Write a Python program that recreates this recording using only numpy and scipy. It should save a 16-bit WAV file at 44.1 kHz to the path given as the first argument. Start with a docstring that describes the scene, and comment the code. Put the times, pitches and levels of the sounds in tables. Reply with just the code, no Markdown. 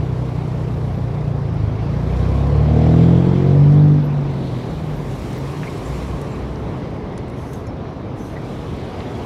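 """A heavy diesel idles along, pulls away hard and lifts off on a suburban road, heard through a hand-held
phone. Its engine is a sum of orders of the firing rate, coloured by silencer and exhaust pipe. Smaller engines,
and the heavy engine's fading fourth order, drone as gliding tones; tyres roar, hiss and whoosh past as coloured
noise. Brakes squeak as short trembling tones, short bursts of bright noise hiss twice, small metal parts tick
as dying noise bursts."""
import sys
import numpy as np
from scipy import signal
from scipy.fft import rfft, irfft, next_fast_len
from scipy.io import wavfile
from scipy.ndimage import uniform_filter1d, map_coordinates

SR = 44100
rng = np.random.default_rng(int(sys.argv[2]) if len(sys.argv) > 2 else 0)


def to_wav(s):
    """Save 16-bit WAV."""
    ch = np.atleast_2d(s).T  # columns
    pcm = np.round(np.clip(ch, -1, 1) * 32767)  # PCM
    wavfile.write(sys.argv[1], SR, pcm.astype(np.int16))


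def boost_factor(decibels):
    """Convert a level in decibels to a linear amplitude factor."""
    exponent = np.asarray(decibels, float) / 20
    return 10 ** exponent


N = 407925


def unit(x):
    """Scale to rms 1."""
    return x / np.sqrt(np.mean(x ** 2) + 1e-20)


def along(points, hz):
    """Read a curve of (hz, value) points on a log frequency axis."""
    point_hz, value = np.transpose(points)
    return np.interp(np.log(hz + 1), np.log(point_hz + 1), value)


def curves(rows):
    """A gate that is open while the rows last, then one value per sample for each column after the time."""
    time_s, *columns = np.transpose(rows)
    t = np.arange(N) / SR
    fade_s = 0.03
    nearest_end = np.minimum(t - time_s[0] + fade_s, time_s[-1] + fade_s - t)
    gate = np.clip(nearest_end / fade_s, 0, 1)
    return gate, *[np.interp(t, time_s, column) for column in columns]


def wobble(rate):
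    """A smooth random curve with rate knots a second."""
    knots = rng.standard_normal(int(N * rate / SR) + 4)
    return map_coordinates(knots, [np.arange(N) * rate / SR])


def rush(spectrum, patchy_db):
    """Coloured noise of rms 1 whose gain varies in random patches of time and frequency."""
    z = signal.stft(rng.standard_normal(N + 512), nperseg=512)[2]
    patches = uniform_filter1d(rng.standard_normal(z.shape), 5, 0)
    patches = uniform_filter1d(patches, 10, 1)
    patchy = signal.istft(z * boost_factor(patchy_db * unit(patches)), nperseg=512)[1][:N]
    size = next_fast_len(N + 8192)
    colour = boost_factor(along(spectrum, np.fft.rfftfreq(size, 1 / SR)))
    return unit(irfft(rfft(patchy, size) * colour, size)[:N])


def heavy_engine():
    """Exhaust orders, multiples of the firing rate; returns them with their gate and the firing phase."""
    # the drive: time_s, firing_rate_hz, effort_db (low orders), bark_db (higher orders)
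    drive = [(0.0, 31.35, -34.5, -47), (0.3, 30.99, -36, -49), (1.15, 29.59, -36, -48.0),
             (1.4, 28.6, -36, -49.2), (1.68, 25.75, -32.5, -50.5), (1.8, 27.64, -35, -52),
             (2.2, 31.73, -31.5, -42.5), (2.55, 36.12, -30, -32), (2.85, 39.64, -24.5, -27),
             (3.12, 42.54, -22.5, -27.8), (3.24, 44.42, -25.4, -28), (3.36, 45.38, -26, -33),
             (3.5, 46.68, -27, -29.5), (3.65, 48.1, -26.5, -39), (3.8, 49.58, -23.3, -41.5),
             (3.93, 49.8, -23.5, -44), (4.02, 48.87, -29.5, -38), (4.12, 48.5, -34.8, -43.5),
             (4.25, 47.12, -35.5, -44.2), (4.4, 45.08, -33, -55), (4.68, 39.5, -39, -58)]
    # low orders at the source: order, idling_db, pulling_db, coasting_db
    low_orders = [(2.0, -4.5, 9, -1.0), (3.0, 9.5, 9.5, 8.5), (4.0, 11.5, 5, -0.8), (5.0, 4.5, -5.4, -1),
                  (6.0, -2, -0.0, 1), (7.0, -5, -5, -9.5), (8.0, -10.0, -3.5, -11)]
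    # silencer and ground, resonances near 65, 143, 165, 240, 325 and 370 Hz with dips between: freq_hz, gain_db
    silencer = [(50.0, 3.5), (62.0, 9), (72.0, 4.5), (85.0, -8), (100.0, -2), (128.0, -0.2), (136.0, -0.9),
                (143.0, 8.5), (152.0, 3.5), (165.0, 6), (178.0, 3.5), (190.0, -4), (205.0, -8),
                (225.0, 1.5), (245.0, 3), (265.0, -11), (285.0, -8.5), (305.0, -1.3), (325.0, 4),
                (345.0, -4), (370.0, 7), (400.0, -6)]
    # exhaust pipe under load: freq_hz, gain_db
    pipe = [(330, -5), (400, -15), (460, 2), (550, -11), (630, -6), (720, -6), (790, -18), (860, -19.5),
            (1200, -28.5)]
    pull_s, lift_s = (1.82, 2.53), (3.6, 4.08)  # the driver opens the throttle, then lifts off: from, to

    t = np.arange(N) / SR
    gate, hz, effort_db, bark_db = curves(drive)
    phase = 2 * np.pi * np.cumsum(hz) / SR + 0.027 * wobble(24.82)

    def order(k, drift):
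        """One order; echoes off road and walls shift its phase slowly as the vehicle moves."""
        return np.sin(k * phase + drift * wobble(1.466))

    # the low orders swell one by one as they cross the silencer's resonances
    boom = np.zeros(N)
    for k, idle_db, pull_db, coast_db in low_orders:
        source_db = np.interp(t, [*pull_s, *lift_s], [idle_db, pull_db, pull_db, coast_db])
        level_db = effort_db + source_db + along(silencer, k * hz) + 0.63 * wobble(12)
        boom += np.sqrt(2) * boost_factor(level_db) * order(k, drift=1.0)

    # strong pressure waves steepen: crests and troughs travel at different speeds, so each fall sharpens
    arrival = np.maximum.accumulate(t + 0.00048 * boom)
    boom = np.interp(t, arrival, boom)

    # the higher orders come forward with load and stay nearly in step: one sharp edge per firing
    bark = np.zeros(N)
    for k in range(9, 24):
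        bark += boost_factor(along(pipe, k * hz) + 2.5 * wobble(6.044)) * order(k, drift=0.85)
    return gate * (boom + boost_factor(bark_db) * bark), gate, phase


def traffic_db(centre_hz, far_db, pass_db, loss_db):
    """Level of one noise: far traffic plus every pass, fading with distance and tilted by its brightness."""
    # passing vehicles: closest_s, approach_s, retreat_s, level_db, brightness in dB per octave above 500 Hz
    passes = [(.5, 1, 1, -11.5, 2.5), (2.25, 0.32, .6, -4, 1.1), (3, 0.35, 0.52, 0, 0.5),
              (3.7, 0.54, 0.24, -4.5, -.5), (4.55, 0.31, 0.54, -15.5, 4), (5.25, .3, .3, -12.5, 4.5),
              (5.8, 0.38, 0.43, -7.5, 4), (6.6, 0.26, 0.38, -7, -1), (8.5, .1, .5, -10.5, 2.8),
              (9.3, 0.34, .5, -4, 1.5)]
    t = np.arange(N) / SR
    power = boost_factor(2 * far_db)  # doubled dB turn amplitude into power
    for closest_s, approach_s, retreat_s, level_db, bright_db in passes:
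        # distance is 1 at the closest point
        distance = np.hypot(1, (t - closest_s) / np.where(t < closest_s, approach_s, retreat_s))
        tilt_db = bright_db * np.log2(centre_hz / 500)
        power = power + boost_factor(2 * (pass_db + level_db + tilt_db - loss_db * np.log10(distance)))
    return 10 * np.log10(power)


def road(gate, phase):
    """Four coloured noises of traffic; the heavy engine's firings pulse the roar and clatter while it sounds."""
    # rumble, roar, clatter, hiss: centre_hz, far_traffic_db, plain_pass_db, distance loss in dB per decade
    noises = [(100, -30.5, -24, 15.5), (500, -32.5, -30, 20.5), (2100, -52, -44.5, 22.5),
              (8000, -71, -59.5, 37.5)]
    # colours of the four noises: freq_hz, relative_db
    rumble_colour = [(15, -57), (25, -34.5), (42, -9), (92, -3), (140, -3), (204, -7.5), (300, -15),
                     (390, -41.5), (660, -120)]
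    roar_colour = [(150, -26.5), (250, -2.5), (367, -1.5), (431, -2.5), (599, -7.5), (768, -9.5),
                   (1110, -14), (1560, -24), (1700, -26.5), (2210, -38.5), (3740, -120)]
    clatter_colour = [(880, -29), (1500, -1.5), (2190, 0), (2760, -4.5), (3080, -5), (3970, -7),
                      (6000, -16.5), (7800, -37), (13200, -120)]
    hiss_colour = [(3240, -35), (5500, -1.5), (6520, -4.5), (7170, -3.5), (9000, -8.5), (9730, -7.5),
                   (12600, -13.5), (15600, -22)]

    rumble_db, roar_db, clatter_db, hiss_db = [traffic_db(*row) for row in noises]
    t = np.arange(N) / SR
    # a hand over the phone dulls the hiss by 3 dB
    hand_from_s, hand_to_s, hand_fade_s = 2.45, 3.6, 0.25
    hand = np.clip(np.minimum(t - hand_from_s, hand_to_s - t) / hand_fade_s, 0, 1)
    hiss_db = hiss_db - 3 * hand

    shared = wobble(7)  # clatter and hiss waver together
    firing = gate * np.cos(phase - 0.3)
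    grit = 0.91 * wobble(90)  # stones and tread make the hiss grainy
    rumble = boost_factor(rumble_db) * rush(rumble_colour, patchy_db=0.5)
    roar = boost_factor(roar_db + 0.34 * firing) * rush(roar_colour, patchy_db=0.5)
    clatter = boost_factor(clatter_db + 0.53 * shared + 1.1 * firing) * rush(clatter_colour, patchy_db=1.5)
    hiss = boost_factor(hiss_db + 0.3 * shared + grit) * rush(hiss_colour, patchy_db=1.0)
    return rumble + roar + clatter + hiss


def squeaks():
    """Rubbing metal sings briefly: a gliding, trembling tone, with a weak octave on the lower squeaks."""
    # start_s, length_s, start_hz, end_hz, level_db
    squeak_rows = [(.67, 0.15, 12100, 12550, -73), (.81, 0.14, 12600, 12600, -74),
                   (.92, .08, 12450, 12350, -69), (1.88, 0.036, 12300, 12600, -74),
                   (3.18, .05, 12400, 12400, -77), (4.029, .05, 12350, 12600, -61),
                   (4.94, .06, 12350, 12500, -63), (5.666, .024, 2104, 2340, -35),
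                   (5.85, 0.027, 7300, 7200, -50), (5.923, .08, 7300, 7300, -57),
                   (6.295, 0.06, 7350, 7300, -58), (7.3, .06, 9950, 9950, -67),
                   (7.417, .03, 7700, 7700, -73), (8.175, 0.075, 6150, 6000, -55),
                   (8.355, 0.033, 1950, 1950, -39), (9.14, 0.035, 3250, 3380, -47),
                   (8.6, 0.6, 9350, 9250, -74)]
    out = np.zeros(N + SR)
    for start_s, length_s, start_hz, end_hz, level_db in squeak_rows:
        n = int(length_s * SR)
        glide_hz = np.linspace(start_hz, end_hz, n)
        phase = 2 * np.pi * np.cumsum(glide_hz) / SR + 1.1 * wobble(320)[:n]
        octave = 0.16 * np.sin(2 * phase) * (end_hz < SR / 8)
        swell = np.sqrt(np.hanning(n))
        out[round(start_s * SR):][:n] += np.sqrt(2) * boost_factor(level_db) * swell * (np.sin(phase) + octave)
    return out[:N]


def ticks():
    """Small hard contacts: dying noise in a band; a narrow band rings like metal."""
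    # start_s, centre_hz, width_hz, level_db, t60_s (time to fall by 60 dB)
    tick_rows = [(1.54, 8500, 3000, -55, 0.022), (5.25, 12000, 5000, -56, 0.025),
                 (5.381, 14500, 2500, -44, 0.029), (5.632, 1700, 1480, -30.5, 0.09),
                 (5.835, 3300, 1514, -40.5, .02), (6.214, 8000, 9000, -40, .025),
                 (6.558, 4500, 2996, -40, 0.019), (7.177, 4500, 7000, -36.5, 0.027),
                 (7.176, 9970, 500, -40, 0.025), (7.28, 8000, 6000, -54, 0.048),
                 (7.298, 7000, 8000, -48, 0.027), (7.532, 4940, 14000, -40, .06),
                 (7.544, 6450, 300, -48, .06), (7.668, 5380, 60, -46.5, 0.11),
                 (7.668, 6500, 1200, -46, .04), (7.668, 10500, 2500, -54, .04),
                 (7.852, 1500, 1000, -29, 0.022), (8.253, 4000, 1400, -38.5, 0.015),
                 (9.125, 1800, 1500, -39, .025), (9.003, 4100, 600, -34, 0.024),
                 (9.004, 2490, 1500, -33, 0.034)]
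    n = SR // 8
    out = np.zeros(N + SR)
    t, hz = np.arange(n) / SR, np.fft.rfftfreq(n, 1 / SR)
    onset = 1 - np.exp(-t / 0.0006)
    for start_s, centre_hz, width_hz, level_db, t60_s in tick_rows:
        band = np.exp(-2 * ((hz - centre_hz) / width_hz) ** 2)
        burst = unit(irfft(rfft(rng.standard_normal(n)) * band, n))
        out[round(start_s * SR):][:n] += boost_factor(level_db - 60 * t / t60_s) * burst * onset
    return out[:N]


def whooshes():
    """Passing bodies and tyres each bring a band of noise that swells and fades."""
    # start_s, length_s (2 s at most is used), centre_hz, width_hz, level_db
    whoosh_rows = [(2.71, .9, 3300, 460, -50.5), (1.7, 1.9, 476, 85, -34.5), (2.1, 0.65, 1060, 150, -40),
                   (2.5, 1.2, 7400, 900, -64.5), (8.3, 0.97, 3200, 1500, -52),
                   (4.13, 0.82, 3770, 1201, -50.5), (4.394, 1.56, 13000, 5000, -67.5),
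                   (4.895, 3.6, 1100, 250, -43.5), (6.396, 1.5, 2040, 300, -53),
                   (8.603, 1.5, 700, 250, -38.5)]
    out = np.zeros(N + SR)
    hz = np.fft.rfftfreq(2 * SR, 1 / SR)
    for start_s, length_s, centre_hz, width_hz, level_db in whoosh_rows:
        n = int(min(length_s, 2) * SR)
        band = np.exp(-2 * ((hz - centre_hz) / width_hz) ** 2)
        noise = unit(irfft(rfft(rng.standard_normal(2 * SR)) * band))[:n]
        out[round(start_s * SR):][:n] += boost_factor(level_db) * np.sqrt(np.hanning(n)) * noise
    return out[:N]


def drones():
    """Each drone is one slightly unsteady tone that swells, glides and fades: lighter engines, a gear whine,
    and from 4.55 s the heavy engine's fourth order dying away."""
    # start_s, length_s, start_hz, end_hz, level_db
    drone_rows = [(4.75, 0.83, 45, 62, -36), (5.8, 0.42, 59.5, 65, -28.5), (6.2, 0.55, 61, 65.5, -30),
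                  (4.55, .65, 166, 138, -26.5), (5.2, .55, 120, 160, -29), (5.5, 0.99, 138, 146, -33),
                  (6.1, 0.42, 427, 438, -37), (6.4, .95, 434, 419, -39), (8.85, 0.53, 740, 742, -44),
                  (9.8, .32, 90, 97, -33)]
    out = np.zeros(N + SR)
    for start_s, length_s, start_hz, end_hz, level_db in drone_rows:
        n = int(length_s * SR)
        glide_hz = np.linspace(start_hz, end_hz, n)
        phase = 2 * np.pi * np.cumsum(glide_hz) / SR + 0.21 * wobble(12.7)[:n]
        level = boost_factor(level_db + 0.65 * wobble(8.9)[:n])
        swell = np.hanning(n) ** 0.28
        out[round(start_s * SR):][:n] += np.sqrt(2) * level * swell * np.sin(phase)
    return out[:N]


def hiss_bursts():
    """Short bursts of bright, slightly sputtering noise that rise, hold and die."""
    # start_s, length_s (until the fall begins), level_db
    burst_rows = [(7.35, .22, -57), (8.15, 0.13, -56)]
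    # colour of the bursts: freq_hz, relative_db
    burst_colour = [(2650, -40), (4500, -25), (4860, -17), (5260, -2), (6080, 2.5), (7000, -6.5),
                    (11300, -4.5), (14000, -14), (15600, -25)]
    rise_s, fall_db_per_s = 0.04, 130
    t = np.arange(N) / SR
    level = np.zeros(N)
    for start_s, length_s, level_db in burst_rows:
        rise = np.clip((t - start_s) / rise_s, 0, 1)
        fall_db = fall_db_per_s * np.maximum(t - start_s - length_s, 0)
        level += rise * boost_factor(level_db - fall_db)
    sputter = boost_factor(0.6 * wobble(70))
    return level * sputter * rush(burst_colour, patchy_db=3.0)


def scene():
    """All sources at one microphone."""
    engine, gate, phase = heavy_engine()
    mix = engine + road(gate, phase) + squeaks() + ticks() + whooshes() + drones() + hiss_bursts()
    return mix[None]


def low_pass(x):
    """Removes everything above the highest recorded frequency."""
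    return signal.sosfilt(signal.butter(12, 15720, fs=SR, output="sos"), x)


def record(dry):
    """The microphone adds its own faint hiss and the input stage rounds the loudest peaks."""
    hissy = dry + boost_factor(-80.5) * rng.standard_normal(N)
    ceiling = 0.88
    rounded = hissy / (1 + np.abs(hissy / ceiling) ** 4) ** (1 / 4)
    return low_pass(rounded)


dry = scene()
out = record(dry)
to_wav(out)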